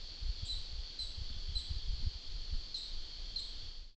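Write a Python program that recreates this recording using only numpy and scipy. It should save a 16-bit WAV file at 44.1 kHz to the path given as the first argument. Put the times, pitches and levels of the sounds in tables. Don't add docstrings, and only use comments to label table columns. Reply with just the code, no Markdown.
import sys
import numpy as np
from scipy import signal
from scipy.fft import rfft, irfft, next_fast_len
from scipy.io import wavfile
from scipy.ndimage import uniform_filter1d, map_coordinates

SR = 44100
rng = np.random.default_rng(int(sys.argv[2]) if len(sys.argv) > 2 else 0)


def bounce(signal):
    frames = np.transpose(np.atleast_2d(signal))
    limited = np.clip(frames, -1, 1)
    pcm = np.round(limited * 32767).astype(np.int16)
    wavfile.write(sys.argv[1], SR, pcm)


N = 176400

# start_s, hold_s, level_db, pitch_hz, sag_hz_per_s, slur_db, attack_s, husk_db, extra_tail_db,
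# slur_hz_per_s
SQUEAKS = [(0.484, 0.037, -37.5, 4045, 1090, -7.5, .016, -81, -7.5, 2500),
           (0.987, 0.042, -39.7, 4096, 994, -8, 0.0067, -62, -5.5, 6930),
           (1.549, 0.028, -38.5, 4087, 700, -12, 0.008, -66, -2, 5900),
           (2.743, 0.014, -37, 4167, 5900, -9.5, 0.0016, -56.5, 1, 6900),
           (3.36, 0.012, -33.5, 4210, 6000, -10, 0.0011, -61, -2, 8000)]
# frequency_hz, relative_db
HUSK_SPECTRUM = [(2500, -21), (3300, -7.5), (4200, -4), (5100, 3.5), (6000, -4.5), (7200, -9), (8500, -29)]
# start_s, length_s, level_db, pitch_hz, width_hz
RASPS = [(0.449, 0.029, -56.5, 7500, 426), (0.478, .028, -65.5, 8060, 200), (0.509, .014, -60.5, 7780, 330),
         (0.986, 0.035, -66, 7950, 200), (1.015, 0.026, -60.5, 7730, 399), (1.547, 0.037, -66, 7980, 150),
         (1.576, 0.029, -59, 7750, 380), (2.757, 0.017, -64.5, 7830, 350), (2.775, 0.015, -59.5, 7750, 395),
         (3.385, 0.025, -62, 7700, 402)]
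# shortest_delay_s, gain_db
TRUNK_ECHOES = [(.021, -8.5), (0.033, -23), (0.052, -11.5), (0.066, -26)]
# frequency_hz, relative_db
CHORUS_SPECTRUM = [(1410, -49.5), (2400, -23.5), (2870, -14.5), (3320, -8), (3910, -9), (4230, -1),
                   (4480, 2.5), (5210, -13.5), (7330, -27), (8400, -42), (10900, -65.5), (18500, -120)]
# pitch_hz, width_hz, level_db, pulse_rate_hz, drift_db
TRILLERS = [(3270, 170, -65.5, 37, 2.5), (4400, 35, -64.5, 57, 0.2)]
# peak_s, level_db
INSECT_SWELLS = [(.44, -56), (.88, -57.5), (1.33, -58), (1.67, -60), (1.83, -57.5), (2.4, -79), (3.04, -59),
                 (3.3, -66), (3.62, -59.5)]
# time_s, relative_db
WIND_STRENGTH = [(0.0, -42), (0.19, -52), (0.25, -40), (0.31, -43), (0.36, -46), (0.43, -42), (0.48, -45.5),
                 (0.55, -35.5), (0.61, -37), (0.66, -46.5), (0.8, -36.5), (0.88, -48), (.98, -50),
                 (1.05, -41), (1.14, -44.5), (1.25, -39), (1.44, -39), (1.57, -36.5), (1.66, -46),
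                 (1.75, -35), (1.82, -44.5), (1.89, -29), (1.97, -41.5), (2.03, -29), (2.12, -43.5),
                 (2.22, -52.5), (2.29, -38), (2.42, -37.5), (2.48, -42), (2.55, -28), (2.62, -44.5),
                 (2.86, -50), (2.97, -33.5), (3.11, -49.5), (3.22, -39.5), (3.4, -45), (3.68, -39),
                 (3.73, -47), (3.78, -37)]
# frequency_hz, relative_db
RUMBLE_SPECTRUM = [(8, -4), (18, 4), (30, 5.5), (45, -8), (65, -12), (100, -24), (150, -32), (300, -57.5),
                   (800, -88)]
# peak_s, peak_db, pitch_hz
AIR_BUMPS = [(0.23, -33, 50), (0.262, -31.5, 35.2), (0.296, -26, 44.7), (.435, -32, 78.3),
             (0.591, -48, 69.4), (.734, -40.5, 69), (1.034, -38.5, 48.7), (1.187, -35, 76),
             (1.219, -33.5, 66), (1.31, -36, 56), (1.368, -39, 70), (1.493, -32, 64), (1.521, -36, 62.7),
             (1.565, -26.5, 37.2), (1.712, -28, 65.3), (1.767, -32.5, 56.6), (1.892, -29.5, 38.6),
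             (1.936, -30, 54), (2.072, -25.5, 69.4), (2.158, -38, 54.2), (2.53, -31, 53)]
# start_s, level_db, pitch_hz
TAPS = [(1.295, -58, 235), (1.364, -60, 178.7), (2.024, -52.5, 229), (2.535, -55.5, 218)]
# frequency_hz, relative_db
SCUFF_SPECTRUM = [(120, -10), (250, -6.5), (500, -5), (1500, -1.5), (3000, -15), (8000, -49.5)]
# frequency_hz, relative_db
AIR_SPECTRUM = [(100, 4.5), (200, -0.5), (350, -0.5), (600, -4.5), (1000, -8), (1600, -8), (2400, -7),
                (3500, -10), (8000, -36)]
# time_s, gain_db
FADE_OUT = [(0, 0), (3.66, -0.5), (3.76, -4), (3.84, -8.5), (3.9, -14), (3.945, -27.5), (3.965, -102)]

WOOD_T60_S, WOOD_DB = 0.52, -4.5
SOFT_EDGE_S = 0.0078


def squeaks(slur_s=0.025, release_s=0.0025, slur_step_hz=34.8, waver_hz=31.5, slur_waver_hz=88.5,
            flutter_db=2.2, slur_send_db=-12):
    out = np.zeros(N)
    for start, hold, db, hz, sag, slur_db, attack, husk_db, extra_tail_db, slur_rate in SQUEAKS:
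        t = np.arange(N) / SR - start
        slur_time = np.clip(t - hold, 0, 2 * slur_s)
        slurring = 1 - np.exp(-slur_time / release_s)
        pitch = hz - sag * np.clip(t, 0, hold + slur_s)
        pitch -= slur_rate * slur_time + slur_step_hz * slurring
        pitch += (waver_hz + slur_waver_hz * slurring) * wobble(500)
        held = gate(t, hold, attack, release_s)
        whole = gate(t, hold + slur_s, attack, release_s)
        whistle = amp(db + flutter_db * wobble(500)) * tone(pitch)
        husk = amp(husk_db) * whole * noise(HUSK_SPECTRUM)
        call = np.maximum(held, amp(slur_db) * whole) * whistle + husk
        send = call + amp(slur_send_db) * slurring * whole * whistle
        out += call + amp(WOOD_DB + extra_tail_db) * wood_tail(send, WOOD_T60_S) + trunk_echoes(call)
    return out


def rasps(tail_db=-2.5, t60_s=0.32):
    out = np.zeros(N)
    for start, length, db, hz, width in RASPS:
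        envelope = gate(np.arange(N) / SR - start, length, SOFT_EDGE_S, SOFT_EDGE_S)
        call = amp(db) * envelope * band_noise(hz, width)
        out += call + amp(tail_db) * wood_tail(call, t60_s)
    return out


def lead_in(start_s=0.452, length_s=0.032, level_db=-50.5, pitch_hz=3680, rise_hz_per_s=4000,
            waver_hz=260):
    t = np.arange(N) / SR - start_s
    pitch = pitch_hz + rise_hz_per_s * np.clip(t, 0, length_s) + waver_hz * wobble(990)
    call = amp(level_db) * gate(t, length_s, SOFT_EDGE_S, SOFT_EDGE_S) * tone(pitch)
    return call + amp(WOOD_DB) * wood_tail(call, WOOD_T60_S)


def wood_tail(call, t60_s, build_s=0.066):
    t = np.arange(SR) / SR
    impulse = rng.standard_normal(SR) * amp(-60 * t / t60_s) * (1 - np.exp(-t / build_s))
    return unit(signal.fftconvolve(call, impulse)[:N]) * np.std(call)


def trunk_echoes(call):
    out = np.zeros(N)
    for delay, db in TRUNK_ECHOES:
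        lag = int(delay * SR * rng.uniform(1.0, 1.1))
        out += amp(db) * np.pad(call, (lag, 0))[:N]
    return out


def insects(chorus_db=-50.9, chorus_drift_db=0.25, trill_depth=0.28, swell_s=0.045):
    t = np.arange(N) / SR
    out = amp(chorus_db + chorus_drift_db * wobble(8.5)) * noise(CHORUS_SPECTRUM)
    for hz, width, db, pulse_rate, drift_db in TRILLERS:
        pulsing = 1 + trill_depth * tone(pulse_rate * (1 + 0.12 * wobble(8)))
        out += amp(db + drift_db * wobble(3.3)) * band_noise(hz, width) * pulsing
    swells = sum(amp(db) * bell(t - peak, swell_s) for peak, db in INSECT_SWELLS)
    return out + swells * band_noise(hz=3404, width_hz=170)


def wind_rumble(trim_db=-2, even_s=0.046):
    rumble = noise(RUMBLE_SPECTRUM)
    power = np.abs(uniform_filter1d(rumble ** 2, int(even_s * SR)))
    evened = unit(rumble / np.sqrt(power + 0.11))
    return amp(curve(WIND_STRENGTH) + trim_db) * evened


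def wind_bumps(width_cycles=0.52, edge_db=-13, edge_ratio=1.92):
    def push(cycles):
        return np.cos(2 * np.pi * cycles) * bell(cycles, width_cycles)

    out = np.zeros(N)
    for peak, db, hz in AIR_BUMPS:
        cycles = (np.arange(N) / SR - peak) * hz
        edge = amp(edge_db) * push(edge_ratio * cycles)
        out += amp(db) * (push(cycles) + edge) / (1 + amp(edge_db))
    return out


def taps(scuff_db=-9, attack_s=0.0038, decay_s=0.021):
    scuff = amp(scuff_db) * noise(SCUFF_SPECTRUM)
    out = np.zeros(N)
    for start, db, hz in TAPS:
        envelope = gate(np.arange(N) / SR - start, attack_s, attack_s, decay_s)
        out += amp(db) * envelope * (tone(np.full(N, hz)) + scuff)
    return out


def air(level_db=-61.5):
    return amp(level_db) * noise(AIR_SPECTRUM)


def amp(db):
    return 10 ** (np.asarray(db) / 20)


def unit(x):
    return x / np.sqrt(np.mean(x ** 2) + 1e-20)


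def curve(rows):
    return np.interp(np.arange(N) / SR, *np.transpose(rows))


def bell(x, width):
    return np.exp(-0.5 * (x / width) ** 2)


def wobble(rate_hz):
    return map_coordinates(rng.standard_normal(8000), [np.arange(N) * rate_hz / SR], mode="wrap")


def gate(t, length_s, attack_s, release_s):
    return np.clip(t / attack_s, 0, 1) * np.exp(-np.maximum(t - length_s, 0) / release_s)


def tone(hz):
    return np.sqrt(2) * np.sin(2 * np.pi * np.cumsum(hz) / SR)


def filtered(x, response):
    size = next_fast_len(N + SR // 2)
    return irfft(rfft(x, size) * response(np.fft.rfftfreq(size, 1 / SR)), size)[:N]


def noise(spectrum):
    hz, db = np.transpose(spectrum)
    white = rng.standard_normal(N)
    return unit(filtered(white, lambda f: amp(np.interp(np.log(f + 1), np.log(hz + 1), db))))


def band_noise(hz, width_hz):
    return unit(filtered(rng.standard_normal(N), lambda f: bell(f - hz, width_hz)))


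def scene():
    animal = lead_in() + squeaks() + rasps()
    return (animal + insects() + wind_rumble() + wind_bumps() + taps() + air())[None]


def record(dry, top_hz=8700):
    faded = dry[0] * amp(curve(FADE_OUT))
    return filtered(faded, lambda hz: 1 / np.sqrt(1 + (hz / top_hz) ** 120))[None]


dry = scene()
out = record(dry)
bounce(out)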